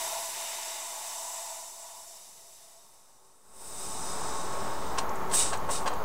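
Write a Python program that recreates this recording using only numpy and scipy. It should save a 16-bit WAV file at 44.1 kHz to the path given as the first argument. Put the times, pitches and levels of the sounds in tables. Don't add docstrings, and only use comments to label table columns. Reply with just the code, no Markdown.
import sys
import numpy as np
from scipy import signal
from scipy.fft import rfft, irfft
from scipy.io import wavfile
from scipy.ndimage import uniform_filter1d

SR = 44100
rng = np.random.default_rng(int(sys.argv[2]) if len(sys.argv) > 2 else 0)


def put_to_file(sound):
    columns = np.atleast_2d(sound).T
    safe = np.clip(columns, -1, 1)
    whole_steps = np.round(safe * 32767)
    wavfile.write(sys.argv[1], SR, whole_steps.astype(np.int16))


def boost(x):
    u = np.asarray(x, float) / 20
    return 10 ** u


N = 266628
T = np.arange(N) / SR
HZ = np.fft.rfftfreq(N, 1 / SR) + 1e-3


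def level(x, db):
    return x * boost(db) / np.sqrt(np.mean(x ** 2))


def after(s):
    return np.maximum(T - s, 0)


def walk(rate):
    k = int(SR / rate)
    steps = np.repeat(rng.standard_normal(N // k + 1), k)
    return 1.258 * uniform_filter1d(uniform_filter1d(steps, k), k)[:N]


def noise(colour, peaks=(), tilt_db=0.):
    hz, db = np.transpose(colour)
    shape = np.interp(np.log(HZ), np.log(hz), db, left=-90, right=-90)
    shape = shape + tilt_db * np.log2(HZ / 2000)
    for centre, width, lift_db in peaks:
        shape = shape + lift_db / (1 + (2 * (HZ - centre) / width) ** 2)
    return rfft(rng.standard_normal(N)) * boost(shape)


def band(spectrum, lo, hi):
    loss = np.sqrt((1 + (lo / HZ) ** 12) * (1 + (HZ / hi) ** 12))
    return level(irfft(spectrum / loss, N), 0)


def opening():
    shut_db, open_db, opens_s, tau_s = -30.5, -0.03, 3.428, 0.35
    return open_db + (shut_db - open_db) * np.exp(-after(opens_s) / tau_s)


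def bleed():
    # t/s, level/dB
    flow = [(0, -37.5), (.35, -41), (.9, -43), (1.6, -45), (2.1, -48.5), (2.5, -51.5), (2.85, -56.5),
            (3.1, -62.5), (3.5, -69)]
    # f/Hz, density/dB per Hz
    jet_colour = [(30, -37), (200, -30.5), (386, -16.5), (498, -21), (666, -2.5), (743, -4.5), (959, -8),
                  (1220, -15), (1950, -8), (4680, -11.5), (7520, -9), (11700, -12.5), (12100, -14.5),
                  (15760, -15)]
    # f/Hz, width/Hz, lift/dB
    tank_modes = [(1227, 30, 11), (2010, 130, 2.5), (2870, 190, 3), (3290, 170, -9.5), (3710, 690, 5.5),
                  (4190, 220, -6), (5100, 180, 3.5), (5480, 113, 6), (6000, 250, 6), (6800, 91, -5),
                  (7060, 93, 7), (7370, 74, 3.5), (7560, 140, 6), (7870, 61, 7.5), (8330, 67, 4.5),
                  (8660, 150, -1), (11200, 220, 4.5), (13800, 500, 0)]
    # f/Hz, density/dB per Hz
    cavity_colour = [(500, -20), (580, -19), (635, -7), (668, 2.5), (715, -10), (785, -11), (860, -1.5),
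                     (945, -0.5), (1010, -1), (1065, -14), (1095, -3.5), (1125, -8), (1200, -18.5),
                     (1500, -13.5)]
    # low f/Hz, high f/Hz, share/dB, lets go t/s, drop/dB
    drone_parts = [
        (400, 750, -5.5, 3.1, -9),
        (804, 2400, -3.5, 2.05, -12),
    ]
    mid_hz, high_hz, top_hz = 1300, 4500, 10000
    choked_s, unchoke_s = 1.36, 0.27
    lock_s = .22

    flow_db = np.interp(T, *np.transpose(flow), right=-120) + 1.07 * walk(5.23)
    subsonic = 1 / (1 + np.exp((choked_s - T) / unchoke_s))
    mid_db = -4 - 10 * subsonic
    top_db = -7.5 - 3.5 * subsonic

    cavity = noise(cavity_colour)
    drone = 0
    for lo, hi, share_db, s, drop_db in drone_parts:
        part_db = share_db + drop_db * np.clip(after(s) / 0.1, 0, 1)
        drone = drone + band(cavity, lo, hi) * boost(part_db)
    drone_db = -.5 - 7 * np.exp(-T / lock_s) - 2.07 * T

    jet = noise(jet_colour, tank_modes)
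    hiss = drone * boost(drone_db + 1.8 * walk(9))
    hiss += band(jet, 150, 556) * boost(mid_db - 12.0 + 1.0 * walk(8.7))
    hiss += band(jet, mid_hz, high_hz) * boost(mid_db + 1.1 * walk(12))
    hiss += band(jet, high_hz, top_hz) * boost(-3.0 + 0.37 * walk(31.24))
    hiss += band(jet, top_hz, 19500) * boost(top_db + .4 * walk(7.9))

    edge_db = -43 - 21 * after(1.43) + 0.56 * walk(16.3)
    edge_tone = band(noise(jet_colour, tank_modes), 7450, 7640) * boost(edge_db)
    return boost(flow_db) * hiss + edge_tone


def leak():
    # f/Hz, density/dB per Hz
    leak_colour = [(1800, -13.5), (2600, -9.5), (3300, -14), (4600, -9), (6500, -8.5), (7500, -4.5),
                   (8500, 1), (9300, -3.5), (10000, -10), (12000, -20.5), (15760, -22)]
    # f/Hz, width/Hz, lift/dB
    valve_modes = [(3330, 130, -9), (3790, 810, 12), (4230, 200, -11), (5200, 310, 8), (5500, 90, 1),
                   (5990, 130, 3), (6000, 80, 8.5), (6600, 62, 9), (7260, 160, 7), (7760, 250, 7),
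                   (8050, 183, 3.5), (8230, 100, 6.5), (8680, 130, 4.5), (9040, 110, 8.5), (9740, 150, 8),
                   (10950, 200, 6), (11650, 200, 4), (13650, 300, 7)]
    peak_s, peak_db, seep_db = 3.65, -32, -39
    on_s, off_s = 1.9, 4.98

    since = T - peak_s
    swell_db = np.maximum(peak_db + 45 * since, seep_db)
    db = np.where(since < 0, swell_db, peak_db - 11 * since)
    db = db - 9 * after(3.92) + opening()
    fizz_db = 11.5 * np.exp(-after(peak_s) / 0.55)
    mid_db = -9 + 8.5 * after(peak_s) + 0.16 * fizz_db
    top_db = -16 + fizz_db

    jet = noise(leak_colour, valve_modes)
    sink_db = np.clip(6 * (T - 3.95), -3, 1.5)
    whistle = band(jet, 6600, 7100) * boost(sink_db - 4.5)
    whistle += band(jet, 8600, 9500) * boost(-sink_db - 12.5)
    mid = band(jet, 1500, 6000) * boost(mid_db)
    top = band(jet, 11800, 17000) * boost(top_db)
    flowing = (T > on_s) * (T < off_s) * boost(db + .7 * walk(14))
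    return flowing * (mid + whistle + top)


def puffs():
    # valve opens t/s, level/dB, hold/s, fall/dB a second
    bursts = [
        (5.343, -27.5, 0.062, -150),
        (5.712, -34.5, 0.044, -230),
    ]
    # f/Hz, density/dB per Hz
    puff_colour = [(1800, -17.5), (2930, -9.5), (3250, -18), (3740, -5), (4170, -15), (4440, -10.5),
                   (5770, -8.5), (6730, -12), (8210, -4.5), (9200, -9.5), (11100, -22.5), (14100, -25),
                   (15760, -26)]
    # f/Hz, width/Hz, lift/dB
    puff_modes = [(8360, 37, 4), (7630, 190, 2), (3900, 550, 2), (10960, 120, 10)]
    sing_hz, sing_end_hz, sing_tau_s = 9000, 7500, .12
    sing_width, skirt, floor_db = 0.054, .14, -8.5
    reseat_s = 0.12

    jet, out = noise(puff_colour, puff_modes), 0
    cuts = 6200 * 1.05 ** np.arange(12)
    slices = [(np.sqrt(lo * hi), band(jet, lo, hi)) for lo, hi in zip(cuts, cuts[1:])]
    for s, peak_db, hold, fall_db_s in bursts:
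        db = peak_db + 800 * np.minimum(T - s, 0) - 3 * after(s)
        db = db + fall_db_s * after(s + hold) - 180 * after(s + hold + reseat_s)
        weak_db = -27 - peak_db
        mid_db = -10.5 + 4.5 * np.clip(after(s) / hold, 0, 1)
        top_db = -10.5 - 110 * after(s) - 0.54 * weak_db

        age = after(s) - 0.07 * weak_db
        pitch = sing_end_hz + (sing_hz - sing_end_hz) * np.exp(-age / sing_tau_s)
        whistle = 0
        for hz, x in slices:
            apart = np.log(hz / pitch)
            broad = boost(floor_db) * np.exp(-(np.maximum(apart, 0) / skirt) ** 2)
            whistle = whistle + x * (broad + np.exp(-(apart / sing_width) ** 2))
        mid = band(jet, 1500, 5100) * boost(mid_db)
        top = band(jet, 12400, 17000) * boost(top_db)
        out = out + boost(db + 1.1 * walk(90)) * (mid + boost(-12.0) * whistle + top)
    return out


def hand():
    # t/s, level/dB, length/s, brightness/dB an octave
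    knocks = [(4.974, -33, 0.0046, -3.5), (4.982, -28.5, 0.0071, 0.8), (4.995, -45, .025, -0.5),
              (5.297, -43, .0035, 0), (5.312, -37, 0.0081, 0), (5.334, -30, 0.009, -0.5),
              (5.523, -31, 0.021, -5), (5.529, -36, 0.0094, 1.5), (5.688, -31.5, 0.013, -6.5),
              (5.858, -28, .013, -4.5), (5.864, -36, .004, -.6), (5.875, -29, 0.0043, -0.7),
              (5.896, -38, 0.033, -5)]
    # t/s, peak level/dB, f/Hz
    ticks = [(4.986, -23, 5470), (5.0933, -35.5, 5800), (5.156, -33.5, 7400), (5.5728, -32, 7900),
             (5.9374, -36.5, 7000), (6.0414, -35, 6800)]
    # f/Hz, density/dB per Hz
    metal_colour = [(450, 0), (950, 4.5), (1600, -0.5), (2800, -6), (4000, -2.5), (5800, -8), (8000, -3),
                    (10000, -14), (12000, -33)]
    # f/Hz, width/Hz, lift/dB
    body_modes = [(894, 34, 11), (1075, 65, 12.5), (1570, 180, 7), (2730, 140, 10), (3170, 68, 9),
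                  (4070, 170, 5.5), (4840, 137, 6), (5650, 150, 4), (8130, 150, 3), (9050, 230, 6)]
    rise_s = .0017

    out, blows = np.zeros(N), np.zeros(N)
    for s, db, length, tilt_db in knocks:
        fall_s = .005 + 0.54 * length
        shape = np.clip((T - s) / rise_s, 0, 1) * np.exp(-after(s + rise_s + length) / fall_s)
        scrape = band(noise(metal_colour, body_modes, tilt_db), 200, 13000)
        out += boost(db + 0.97 * walk(600)) * shape * scrape
        blows[int(s * SR)] = boost(db + 2.2 * tilt_db)
    for s, db, hz in ticks:
        shape = (T >= s) * np.exp(-after(s) / 0.0036)
        out += boost(db - 6) * shape * band(noise(metal_colour), hz * 1.04, hz * 1.07)
        blows[int(s * SR)] = boost(db - 9)
    return out + ring(blows)


def ring(blows):
    # f/Hz, level/dB, t60/s
    ring_modes = [(6570, -25, 0.4), (5800, -15, 0.11), (1590, -33, .15)]
    t = T[:SR // 4]
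    modes = sum(boost(db - 60 * t / t60) * np.sin(2 * np.pi * hz * t) for hz, db, t60 in ring_modes)
    return signal.fftconvolve(blows, modes)[:N]


def bench(x):
    echo_db, echo_t60_s = -11, .09
    t = T[1:SR // 10]
    high_pass = signal.butter(2, 2500, "high", fs=SR, output="sos")
    treble = signal.sosfilt(high_pass, rng.standard_normal(len(t)))
    echoes = level(treble * boost(-60 * t / echo_t60_s), echo_db) / np.sqrt(len(t))
    return signal.fftconvolve(x, np.r_[1, echoes])[:N] / np.sqrt(1 + boost(2 * echo_db))


def buffet():
    db = -69.5 - 110 * after(0.35)
    flutter = noise([(20, 9), (60, 2), (250, -7)])
    return band(flutter, 29.7, 220) * boost(db + 2.3 * walk(16))


def room():
    # f/Hz, density/dB per Hz
    room_colour = [(15, -38), (30, -17.5), (60, -17.5), (119, -22), (300, -20.5), (705, -14), (898, -17),
                   (1110, -15), (1210, -19), (2710, -37.5), (5760, -42.5), (6410, -39.5), (8400, -46.5),
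                   (15760, -43.5)]
    # f/Hz, width/Hz, lift/dB
    room_modes = [(60, 11, 1), (130, 8.5, 4), (190, 63, 4), (383.3, 10.5, 11), (680, 120, -2),
                  (770, 7.3, 7.5), (920, 40, 7), (1264, 85, 4)]
    # multiple of the blade rate, level/dB
    blades = [(2, -53.5), (3, -75), (4, -46.5), (5, -46.5)]
    blade_hz = 219.1

    air, octaves = noise(room_colour, room_modes), 20 * 2. ** np.arange(11)
    rush = 0
    for lo, hi in zip(octaves, octaves[1:]):
        rush = rush + irfft(air * ((HZ > lo) & (HZ <= hi)), N) * boost(.9 * walk(8))
    turn = 2 * np.pi * np.cumsum(blade_hz * (1 + 0.002084 * walk(5))) / SR
    tones = sum(np.sqrt(2) * boost(db + 1.8 * walk(14)) * np.sin(k * turn) for k, db in blades)
    return level(rush, -35.5) + tones


def widen(mono):
    # centre t/s, low f/Hz, high f/Hz
    wide_patches = [(.045, 7500, 9000), (.045, 11000, 12500), (.232, 14500, 15700), (.3, 6200, 9000),
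                    (.533, 11700, 13200), (.65, 4600, 6300), (.882, 13100, 15700), (1.903, 10300, 11800),
                    (1.903, 12400, 13800), (2.69, 6900, 8300), (2.715, 8300, 10400), (2.925, 9700, 11100),
                    (3.25, 5700, 6900), (3.25, 11800, 13800), (4.108, 4600, 5700), (4.108, 13100, 14500),
                    (4.643, 12400, 13800)]
    side, size = np.zeros(N), 2048
    hz = np.fft.rfftfreq(size, 1 / SR)
    window = np.sin(np.pi * np.arange(size) / size) ** 2
    for s, lo, hi in wide_patches:
        cut = slice(int(s * SR) - size // 2, int(s * SR) + size // 2)
        strength = np.abs(rfft(mono[cut])) * ((hz > lo) & (hz < hi))
        patch = strength * np.exp(2j * np.pi * rng.random(len(hz)))
        side[cut] += boost(-2.5) * irfft(patch) * window
    return side


def scene():
    offset = -.039
    close = bench(bleed() + leak() + puffs() + hand())
    mono = close + buffet() + boost(opening()) * (room() + offset)
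    return np.array([mono, mono])


def roll_off(x):
    return signal.sosfilt(signal.butter(12, 16670, fs=SR, output="sos"), x)


def record(dry):
    side = widen(dry[0])
    return roll_off(dry + np.array([side, -side]))


dry = scene()
out = record(dry)
put_to_file(out)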